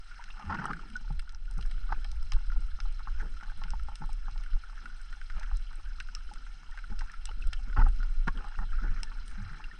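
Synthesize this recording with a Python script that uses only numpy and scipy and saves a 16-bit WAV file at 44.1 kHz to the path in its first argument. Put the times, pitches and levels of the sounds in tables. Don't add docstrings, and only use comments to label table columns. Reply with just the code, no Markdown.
import sys
import numpy as np
from scipy import signal
from scipy.fft import rfft, irfft, next_fast_len
from scipy.io import wavfile
from scipy.ndimage import uniform_filter1d

SR = 44100
rng = np.random.default_rng(int(sys.argv[2]) if len(sys.argv) > 2 else 0)


def store_wav(level_fs):
    pcm = np.round(np.clip(np.atleast_2d(level_fs), -1, 1) * 32767)
    wavfile.write(sys.argv[1], SR, pcm.T.astype(np.int16))


N = 431738
TIME = np.arange(N) / SR
TAPS = 4096
HZ = np.fft.rfftfreq(TAPS, 1 / SR)


def amp(db):
    return 10 ** (np.asarray(db) / 20)


def unit_rms(x):
    return x / np.sqrt(np.mean(x ** 2) + 1e-20)


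def unit_peak(x):
    return x / np.sqrt(uniform_filter1d(x ** 2, 66).max() + 1e-20)


def steadied(x, steady_s):
    power = abs(signal.hilbert(x)) ** 2 / 2
    span = int(steady_s * SR)
    return x / np.sqrt(abs(uniform_filter1d(uniform_filter1d(power, span), span)) + 1e-20)


def add(mix, start_s, sound):
    part = mix[max(round(start_s * SR), 0):][:len(sound)]
    part += sound[:len(part)]


def eq(points, hz=HZ):
    freq_hz, gain_db = np.transpose(points)
    return amp(np.interp(np.log(hz + 1), np.log(freq_hz + 1), gain_db))


def body(modes, shift=1, top_hz=11940):
    power = sum((amp(db) / (1 + 2 * ((HZ / shift - hz) / width) ** 2) ** 1.04) ** 2
                for hz, width, db in modes)
    return np.sqrt(power) / (1 + (HZ / top_hz) ** 12)


def ring(drive, colour):
    log_gain = np.log(np.maximum(np.r_[colour, colour[-2:0:-1]], 1e-5))
    response = np.fft.ifft(np.exp(np.conj(signal.hilbert(log_gain)))).real
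    return signal.oaconvolve(drive, response[:TAPS // 2])


def impact(scatter, decay_s, size=2048):
    drive = rng.standard_normal(size) * np.exp(-np.arange(size) / SR / decay_s)
    drive *= scatter / np.linalg.norm(drive)
    drive[0] += 1
    return drive


def clicks(per_s, spread_db, max_spreads, size=N):
    gains = amp(spread_db * np.minimum(rng.exponential(1, size), max_spreads))
    return gains * rng.choice([-1, 1], size) * (rng.random(size) < per_s / SR)


def eddies(colour, steady_s):
    size = next_fast_len(N)
    spectrum = rfft(rng.standard_normal(size)) * eq(colour, np.fft.rfftfreq(size, 1 / SR))
    return steadied(irfft(spectrum, size), steady_s)[:N]


def ping(hz, t60_s, rise_s, glide):
    t = np.arange(int(t60_s * SR)) / SR
    envelope = (1 - np.exp(-t / rise_s)) * amp(-60 * t / t60_s)
    return envelope * np.sin(2 * np.pi * hz * t * (1 + glide * t / t60_s))


def bubbling(colour, per_s, cycles, spread_db):
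    out = np.zeros(N)
    low_hz, high_hz = colour[0][0], colour[-1][0]
    for when, pitch, strength, sustain in rng.random((int(per_s * N / SR), 4)):
        hz = low_hz * (high_hz / low_hz) ** pitch
        gain = eq(colour, hz) * amp(spread_db * min(-np.log(1 - strength), 3))
        bubble = ping(hz, cycles * (.5 + sustain) / hz, rise_s=1.5 / hz, glide=.042)
        add(out, when * N / SR, gain * bubble)
    return unit_rms(out)


def wander(level_db, depth_db, top_hz=6):
    t = np.linspace(0, N / SR, 1000)
    rates = top_hz * np.geomspace(.25, 1, 24)
    drift = sum(np.sin(2 * np.pi * (hz * t + turn)) for hz, turn in zip(rates, rng.random(24)))
    return amp(level_db + depth_db * np.interp(TIME, t, unit_rms(drift)))


def swell(middle_s, length_s):
    return np.cos(np.pi * np.clip((TIME - middle_s) / length_s, -.5, .5)) ** 2


def burst(length_s, rise_share=.2, fade_db=16):
    age = np.arange(int(2 * length_s * SR)) / (length_s * SR)
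    fade = np.maximum(age - rise_share, 0) / (1 - rise_share)
    return np.minimum(age / rise_share, 1) * amp(-fade_db * fade ** 1.15)


def bursts(rows):
    level = np.zeros(N)
    for start_s, length_s, db, *_ in rows:
        add(level, start_s, amp(db) * burst(length_s))
    return level


def strays(*ranges, per_s, level_db):
    limits = [(0, N / SR), (level_db - 2, level_db + 2), *ranges]
    return [[rng.uniform(*span) for span in limits] for _ in range(round(per_s * N / SR))]


# time_s, level_db
FLOW = [(0, -42.5), (.6, -44.5), (1.0, -39.5), (1.38, -38), (1.6, -29), (2.7, -29.5), (3.5, -33),
        (4.3, -32.5), (4.9, -42), (5.3, -32), (5.9, -35.5), (6.55, -41), (7.2, -37.5), (7.9, -27.5),
        (8.42, -36), (8.85, -30.5), (9.2, -34), (9.79, -42)]
CRUISE_DB = -35


def flow(reference_db=0):
    time_s, db = np.transpose(FLOW)
    return amp(np.interp(TIME, time_s, db) - reference_db)


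# middle_s, length_s, level_db
PUSHES = [(1.155, 0.3, -30.5), (1.632, 0.23, -27.5), (2.356, 0.052, -21.5), (2.574, 0.035, -20.5),
          (3.738, 0.1, -27), (4.549, 0.1, -27), (5.544, 0.064, -21.5), (6.983, 0.34, -32),
          (7.473, 0.29, -28.5), (7.879, 0.2, -20.5), (8.222, 0.29, -25.5), (8.608, 0.11, -26.5),
          (8.842, 0.37, -27)]
# freq_hz, gain_db
SWAY_EQ = [(2, -18.5), (8, -5), (13.5, -7.5), (17, -3), (22, -15), (40, -54.5), (100, -100), (6000, -145)]
RUMBLE_EQ = [(10, -13.5), (20, -3.5), (28, 2), (33, 2), (39, -16), (50, -15), (70, -28.5), (120, -56),
             (300, -83), (900, -100), (6000, -140)]


def rumble():
    level = flow() * wander(-2, depth_db=2)
    for middle_s, length_s, db in PUSHES:
        level = np.hypot(level, amp(db) * swell(middle_s, length_s))
    sway = amp(-1) * eddies(SWAY_EQ, steady_s=.095)
    return level * (sway + amp(.5) * eddies(RUMBLE_EQ, steady_s=.097))


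# start_s, length_s, level_db
JOLTS = [(.45, 0.15, -32), (1.1, 0.053, -40), (1.56, 0.078, -35), (1.88, 0.17, -61), (2.28, 0.24, -42),
         (2.57, 0.14, -52), (3.5, 0.47, -48.5), (3.7, 0.063, -57), (4.28, 0.22, -50.5), (7.76, 0.14, -25.5),
         (8.15, 0.3, -45), (8.57, 0.23, -41.5), (8.88, 0.084, -36.5), (9.39, 0.16, -37)]
# freq_hz, gain_db
BUFFET_EQ = [(25, -31), (50, -15), (68, -1.5), (82, 11.5), (110, -5), (200, -15.5), (400, -46), (1000, -91)]


def buffeting():
    level = np.hypot(flow(CRUISE_DB) ** .91 * wander(-62, depth_db=3), bursts(JOLTS))
    return amp(-5.5) * level * eddies(BUFFET_EQ, steady_s=.11)


# start_s, length_s, level_db, pitch_hz
GURGLES = [(0.465, 0.39, -38, 174.1), (0.685, 0.07, -39, 184), (0.829, 0.35, -58.5, 191.4),
           (1.499, 0.055, -49.5, 145.5), (1.566, 0.051, -49, 151), (1.575, 0.097, -57.5, 371),
           (1.721, 0.22, -60, 163.6), (1.972, 0.036, -56, 360), (1.892, 0.13, -48, 150.8),
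           (2.583, 0.038, -48, 188), (3.203, 0.12, -45.5, 211.4), (3.238, 0.052, -51, 382),
           (3.309, 0.095, -56, 245), (3.561, 0.075, -54, 152), (3.702, 0.066, -66, 152),
           (4.004, 0.056, -44, 160.3), (4.267, 0.041, -53.5, 143), (4.633, 0.034, -62, 384),
           (4.804, 0.15, -54.5, 199.4), (5.779, 0.028, -56, 385), (6.217, 0.42, -60.5, 220.6),
           (6.892, 0.053, -45, 191), (7.361, 0.12, -53.5, 243), (7.672, 0.049, -46, 230),
           (7.764, 0.11, -36.5, 210.7), (7.977, 0.048, -50.5, 169), (8.277, 0.021, -32, 219),
           (8.341, 0.082, -46.5, 220), (8.562, 0.1, -52.5, 168.6), (8.38, 0.092, -53, 386),
           (8.808, 0.13, -44, 188.6), (8.83, 0.074, -55, 380), (8.836, 0.74, -55.5, 205),
           (9.446, 0.47, -56, 201.3), (9.72, 0.065, -48.5, 160)]
# freq_hz, gain_db
GURGLE_EQ = [(50, -27.5), (120, -4.5), (160, 5), (210, 0.5), (290, -6), (400, -8.5), (550, -21.5),
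             (1000, -20.5), (3000, -94)]
GURGLE_HZ = 172.6


def gurgling():
    gulps = bubbling(GURGLE_EQ[1:-2], per_s=120, cycles=16, spread_db=1.2)
    churn = amp(-8) * eddies(GURGLE_EQ, steady_s=.029) + amp(-7) * gulps
    out = churn * flow(CRUISE_DB) ** .2 * wander(-67.5, depth_db=3)
    for start_s, length_s, db, hz in GURGLES:
        level = amp(db) * burst(length_s)
        playhead = (start_s * SR + np.arange(len(level)) * hz / GURGLE_HZ) % N
        add(out, start_s, level * np.interp(playhead, np.arange(N), churn))
    return out


def lull():
    return amp(-6 * swell(middle_s=1.35, length_s=.74))


# freq_hz, width_hz, gain_db
CASE_MODES = [(810, 208, -0.5), (1382, 188, 11), (1763, 112, 5), (2145, 370, -1), (2732, 214, 0),
              (3130, 680, -3.5), (4070, 350, -2.5), (5120, 490, -2), (5905, 860, -10), (8106, 790, -14.5),
              (9330, 2400, -21), (12100, 600, -28), (14300, 730, -33)]


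def shrimp_crackle():
    case = body(CASE_MODES)
    far = unit_rms(ring(clicks(5000, 1.2, 2.1), case)[:N])
    near = np.zeros(N)
    for centre_hz in np.geomspace(2200, 9500, 14):
        colour = case / (1 + (np.log2(HZ / centre_hz + 1e-3) / .2) ** 2)
        snaps = signal.oaconvolve(clicks(26, 2.9, 3), impact(scatter=24, decay_s=.01))
        near += ring(snaps, colour)[:N]
    return lull() * wander(-61, depth_db=.23, top_hz=1.334) * unit_rms(far + .75 * unit_rms(near))


# freq_hz, width_hz, gain_db
FITTING_MODES = [(227, 290, -25.5), (900, 200, -60), (1414, 120, 10), (1904, 380, -8.5)]
# pitch_hz, gain_db
PIP_EQ = [(700, -16), (850, 2), (1100, -12), (1450, 13), (1900, -9.5), (2500, -1), (3400, -21.5)]


def rustle():
    level = np.hypot(lull() * wander(-59, depth_db=4.5), amp(-2.5) * bursts(GURGLES))
    patter = unit_rms(ring(clicks(400, 2.2, 5.5), body(FITTING_MODES))[:N])
    pips = bubbling(PIP_EQ, per_s=190, cycles=27, spread_db=2.6)
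    return level * (amp(-10) * patter + amp(-8) * pips)


# start_s, length_s, level_db
SWISHES = [(-0.003, 0.32, -57.5), (0.444, 0.28, -55), (3.179, 0.063, -49), (4.735, 0.13, -54.5),
           (5.27, 0.34, -57.5), (7.006, 0.2, -57.5), (8.654, 0.48, -51.5), (9.184, 0.58, -54.5)]
# pitch_hz, gain_db
SWISH_EQ = [(500, -44), (1000, -68), (1300, 13), (1600, 12.5), (1900, 4), (2300, 4), (3000, -34), (6000, 4)]


def swishes():
    level = np.zeros(N)
    for start_s, length_s, db in SWISHES:
        add(level, start_s, amp(db) * signal.windows.tukey(int(length_s * SR), .8))
    return level * bubbling(SWISH_EQ, per_s=1800, cycles=22, spread_db=2)


# start_s, level_db, pitch_hz, ring_s
BUBBLES = [(.112, -34.5, 1430, 0.03), (.195, -34.5, 945, 0.037), (.428, -39, 1180, 0.044),
           (.955, -23, 1473, 0.056), (1.045, -49, 880, 0.058), (1.478, -41, 1440, 0.046),
           (5.385, -49.5, 620, 0.072), (6.165, -38, 1260, 0.047), (6.313, -35.5, 840, 0.047),
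           (6.718, -43.5, 1820, 0.052), (6.915, -43, 833, 0.062), (8.281, -30, 1100, 0.058),
           (8.786, -31.5, 1345, 0.045), (8.992, -38, 1310, 0.039), (9.068, -45.5, 1750, 0.096),
           (9.712, -32, 1810, 0.03)]


def bubbles():
    out = np.zeros(N)
    for start_s, db, hz, ring_s in BUBBLES:
        add(out, start_s, amp(db) * ping(hz, ring_s, rise_s=.0031, glide=.0066))
    return out


# freq_hz, width_hz, gain_db
WALL_MODES = [(188, 71, -3), (380, 160, -17), (852, 91, 7), (1053, 47, -0.5), (1265, 180, 1.5),
              (1752, 56, -9)]


def wall(thud_db, edge_db, upper_db=0, shift=1):
    hollow = eq([(330, -3.5), (480, .5), (620, 3), (800, .5), (950, -3.5), (1090, 4.5), (1300, 3.5)])
    weight = eq([(250, thud_db), (700, 0), (900, 0), (1150, upper_db)])
    return hollow * (body(WALL_MODES, shift) * weight + amp(edge_db) * body(CASE_MODES))


# start_s, level_db, thud_db, upper_modes_db
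KNOCKS = [(0.192, -47.5, -10, -5), (0.209, -51, -22, -4), (0.299, -47, -6, -2), (0.396, -37, -35, -4),
          (0.543, -46, 8, -8), (0.6543, -24.5, -11, -3), (0.793, -41.5, -12, 9), (0.833, -47.5, 0, -10),
          (1.01, -48.5, 16, -2), (1.103, -39.5, 20, -8), (1.588, -45, 11, 0), (1.892, -42, -6, 6),
          (1.922, -31, 2, 2), (2.05, -47, 1, -9), (2.321, -40, -11, 4), (2.364, -41.5, 10.5, -0.5),
          (2.788, -44.5, 5, 4), (2.854, -44, -2, -1), (3.004, -42, -23, 4), (3.072, -34.5, 1, 2),
          (3.427, -41.5, 11, -1), (3.48, -49, 12, -1), (3.519, -51, 0, -2), (3.616, -41, 5, 0),
          (3.655, -48.5, 7, -7), (3.735, -36, 0, -13), (3.885, -37, -2, -7.5), (3.918, -45, 4, -9),
          (4.019, -39.5, 3, -13), (4.038, -39.5, 6, -5), (4.092, -42.5, -4, -3), (4.282, -37.5, 2, -5.5),
          (4.358, -48, -10, 0), (4.545, -60, -4, 4), (4.697, -46, 2, 3), (4.728, -48.5, 4, 0),
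          (5.168, -55, -5, -2), (5.37, -51, 17, -5), (5.514, -40.5, 0, 0), (5.71, -46.5, -5, 4),
          (5.797, -48.5, -10, -5), (5.985, -47, -4, 5), (6.632, -47, -5, 4), (7.016, -37.5, -6, -5),
          (7.288, -41, -6, 1), (7.865, -36, 9, -5), (8.272, -38, 8, -2), (8.279, -36.5, -18, -1),
          (8.407, -40.5, -2, -1), (8.444, -40, -6, 1), (8.467, -48, 0, -5), (8.589, -32, -8, -3.5),
          (8.842, -51, 9, 1), (9.032, -46.5, -8, -8), (9.117, -42, 6, 7), (9.599, -44, -10, 2)]


def knocks(rise_s=.00049, rattle_s=.0085):
    out = np.zeros(N)
    t = np.arange(2048) / SR
    force = t / rise_s * np.exp(1 - t / rise_s) + amp(-8.5) * np.exp(-t / rattle_s)
    for start_s, db, thud_db, upper_db in KNOCKS + strays((-8, 8), (-8, 4), per_s=1.2, level_db=-52):
        shift = 1 + .06 * rng.uniform(-.79, 1)
        colour = wall(thud_db, edge_db=-36, upper_db=upper_db, shift=shift)
        knock = ring(force * rng.standard_normal(len(t)), colour)
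        add(out, start_s, amp(db - 2) * unit_peak(knock))
    return out


# start_s, level_db, low_mids_db, top_db
SNAPS = [(0.2398, -44, -6, -22), (0.545, -44.5, -5, -22), (0.641, -48, -2, -26), (0.6557, -43.5, -22, -12),
         (0.9012, -51, 2, -10), (0.9649, -45.5, -12, -22), (1.194, -41, 1, -9.5), (1.293, -47.5, -12, -37),
         (1.3472, -47.5, -15.5, -41), (1.511, -51.5, -13, -11), (1.538, -58, -15, -12),
         (1.58, -52, -27, -11), (1.626, -45.5, -2, -20), (1.611, -45.5, -3, -22), (1.661, -52, -10, -8),
         (1.712, -46.5, 9, -7), (2.045, -43, 7, -13), (2.116, -45.5, -11, -23), (2.2278, -49, -22, -28),
         (2.334, -43, -2, -15), (2.3202, -34, -9, -28), (2.8025, -37, -5.5, -31), (3.637, -39, 3, -24),
         (3.705, -41.5, -18, -24), (3.9555, -42.5, -8, -14.5), (4.13, -48.5, -13, -10),
         (4.378, -48.5, -7, -36), (4.437, -48.5, 13, 4), (5.015, -54.5, -31, -11),
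         (5.3966, -47.5, -13, -25), (5.5702, -48.5, -35, -19), (5.7564, -54.5, -22, -8),
         (6.0015, -35.5, 1, -22), (6.1501, -33, -16.5, -23), (6.337, -47, -8, -13), (6.992, -41, -12, -25),
         (7.117, -51.5, -17, -14), (7.255, -36, -13, -16), (7.472, -48, -8, -15), (7.532, -35, 2.5, -16),
         (7.886, -51, 10, 1), (8.282, -58, 11, -17), (8.4847, -51.5, 5, -4), (9.032, -31.5, -13.5, -19),
         (9.28, -46.5, -4, -2), (9.314, -54, 2, -11)]


def shrimp_snaps(rise_s=.00045, echo_s=.0042, tail_s=.01, echo_hz=5200):
    out = np.zeros(N)
    t = np.arange(2048) / SR
    for start_s, db, mid_db, top_db in SNAPS + strays((-18, 0), (-26, -8), per_s=3.5, level_db=-58):
        tilt = eq([(900, mid_db - 14.5), (2800, mid_db + .5), (4400, .67 * mid_db), (5700, -1),
                   (6900, -3.5), (8500, top_db + 21.5), (11000, top_db + 10)])
        colour = body(CASE_MODES) * tilt
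        collapse, scatter = rng.standard_normal((2, len(t)))
        crack = ring(collapse * t / rise_s * np.exp(1 - t / rise_s), colour)
        echo = amp(.35 * mid_db - 1.5) * scatter * np.exp(-t / echo_s)
        tail = amp(-13.5) * unit_rms(clicks(2500, 2.2, 3, len(t))) * np.exp(-t / tail_s)
        reflections = ring(echo + tail, colour / (1 + (HZ / echo_hz) ** 2))
        add(out, start_s, amp(db) * unit_peak(crack + reflections))
    return out


# start_s, level_db, pitch_hz
TICKS = [(0.288, -47, 1730), (0.304, -44.5, 2720), (0.574, -47, 2700), (0.665, -48, 3020),
         (0.733, -33, 1490), (1.922, -36, 1420), (2.5, -43, 1410), (2.52, -42, 1402), (2.994, -44, 1350),
         (3.199, -42, 1510), (3.2117, -40.5, 1380), (3.3675, -48, 1350), (3.4102, -42.5, 1455),
         (3.434, -42, 1490), (3.498, -46, 1530), (3.518, -51, 1440), (3.7958, -45.5, 1360),
         (4.462, -44.5, 1480), (4.532, -48, 1380), (4.6372, -43.5, 1390), (4.857, -38.5, 1463),
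         (5.1272, -41.5, 1460), (5.2144, -42, 1500), (5.3, -40.5, 1420), (5.431, -39, 1450),
         (5.73, -46.5, 1530), (6.0025, -35.5, 1540), (6.087, -43, 1480), (6.358, -48, 1390),
         (6.466, -45, 1430), (6.775, -40, 1505), (6.789, -40.5, 1470), (6.8405, -40.5, 1440),
         (7.0086, -40, 1450), (7.0977, -42.5, 1780), (7.139, -44, 1370), (7.271, -48, 2730),
         (7.291, -46, 2930), (7.314, -44, 1360), (7.423, -44, 2630), (7.529, -38, 1430),
         (7.7285, -42, 1450), (8.03, -39, 1387), (8.2794, -29.5, 1660), (8.374, -46.5, 3090),
         (8.443, -43, 1470), (8.557, -50.5, 2660), (8.73, -42.5, 1330), (9.641, -42, 2730)]


def ticks():
    out = np.zeros(N)
    for start_s, db, hz in TICKS + strays((1300, 1700), per_s=1.2, level_db=-49):
        colour = body(FITTING_MODES, shift=hz / FITTING_MODES[2][0]) + amp(-16.5) * body(CASE_MODES)
        tick = ring(impact(scatter=1.36, decay_s=.0048), colour)
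        add(out, start_s, amp(db - .5) * unit_peak(tick))
    return out


def slipping(length_s, colour, per_s, spread_db):
    size = int(length_s * SR)
    sound = ring(clicks(per_s, spread_db, 4.6, size) * signal.windows.tukey(size, .25), colour)
    return sound / np.sqrt(np.mean(sound[:size] ** 2) + 1e-20)


# start_s, length_s, level_db
SCRAPES = [(0.33, 0.36, -52.5), (3.414, 0.12, -62), (4.007, 0.031, -59), (5.351, 0.036, -54.5),
           (7.758, 0.057, -55), (7.839, 0.062, -60), (8.271, 0.013, -40.5), (8.351, 0.15, -56.5),
           (9.296, 0.34, -61.5)]


def scrapes():
    out = np.zeros(N)
    rasp = body(CASE_MODES) * eq([(1000, -21), (1700, 11), (2800, 9), (5000, -31)])
    crunch = wall(thud_db=9.9, edge_db=-22) + amp(-20.5) * rasp
    for start_s, length_s, db in SCRAPES:
        add(out, start_s, amp(db) * slipping(length_s, crunch, per_s=1100, spread_db=4))
    return out


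# start_s, level_db, pitch_hz, ring_s
BUMPS = [(.44, -33, 195, 0.063), (.49, -51, 107, 0.14), (.74, -40, 166, 0.25), (.93, -40, 224, 0.13),
         (1.104, -32.5, 150.5, 0.14), (1.922, -35.5, 280, 0.032), (1.577, -35.5, 169, 0.067),
         (1.731, -43, 151, 0.13), (1.97, -44, 172, 0.08), (2.23, -39, 74, 0.17), (2.69, -36, 62, 0.37),
         (3.241, -35.5, 167, 0.074), (3.65, -42, 166, 0.094), (3.735, -42.5, 178, 0.073),
         (4.02, -29.5, 162.5, 0.072), (4.279, -46, 210, 0.059), (6.905, -42, 74.6, 0.23),
         (6.918, -33, 212, 0.056), (7.781, -11, 30.9, 0.8), (7.79, -22, 84, 0.11), (8.274, -18, 172, 0.04),
         (8.602, -39, 193, 0.1), (9.505, -43.5, 153, 0.22), (7.31, -28.5, 450, 0.011),
         (7.68, -44, 300, 0.048), (8.82, -36, 199, 0.11), (9.375, -38.5, 198, 0.26), (9.4, -34, 103, 0.19)]


def bumps():
    out = np.zeros(N)
    for start_s, db, hz, ring_s in BUMPS:
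        add(out, start_s, amp(db) * ping(hz, ring_s, rise_s=.0049, glide=-.044))
    return out


# start_s, length_s, level_db, pitch_hz
GUSHES = [(.490, .033, -33.2, 1370), (.515, .023, -31.7, 1400), (.536, .027, -34.3, 1420),
          (.582, .023, -36.4, 1430), (.611, .025, -39.3, 1330), (.636, .017, -35.7, 1430),
          (.677, .017, -39.7, 1330), (.691, .013, -40.7, 1350), (.700, .021, -32.7, 1330),
          (1.897, .017, -44.7, 1300), (1.919, .015, -29.7, 1350), (7.760, .029, -32.7, 1330),
          (7.777, .043, -35.2, 1420), (7.808, .021, -33.7, 1330), (7.856, .023, -41.7, 1330),
          (8.274, .019, -31.3, 1450), (8.445, .058, -51.7, 1330), (8.602, .052, -47, 1320)]
# freq_hz, width_hz, gain_db
GUSH_MODES = [(314, 230, -14), (891, 97, 4.5), (1093, 53, 0), (1394, 135, 5.5), (1810, 260, -8.5),
              (2710, 830, -25.5), (5030, 880, -29.5)]


def gushes():
    out = np.zeros(N)
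    for start_s, length_s, db, hz in GUSHES:
        size = int(length_s * SR)
        spray = ring(clicks(9000, 1, 3, size + TAPS), body(GUSH_MODES, shift=hz / GUSH_MODES[3][0]))
        lump = steadied(spray, steady_s=.005)[TAPS // 2:][:size]
        add(out, start_s, amp(db) * signal.windows.tukey(size, .8) * lump)
    return out


# freq_hz, width_hz, gain_db
SCRATCH_MODES = [(8800, 460, 2), (5400, 2100, -3)]


def scratch(start_s=9.25, length_s=.085, level_db=-67):
    out = np.zeros(N)
    add(out, start_s, slipping(length_s, body(SCRATCH_MODES), per_s=450, spread_db=2.2))
    return amp(level_db) * out


def scene():
    shrimp = shrimp_snaps() + shrimp_crackle()
    handling = knocks() + ticks() + scrapes() + scratch()
    water = rumble() + buffeting() + gurgling() + rustle() + swishes() + bubbles() + bumps() + gushes()
    return (shrimp + handling + water)[None]


def record(dry, cutoff_hz=15500):
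    lowpass = signal.firwin(101, cutoff_hz, window=("kaiser", 7), fs=SR)
    return signal.oaconvolve(dry, lowpass[None], "same")


dry = scene()
out = record(dry)
store_wav(out)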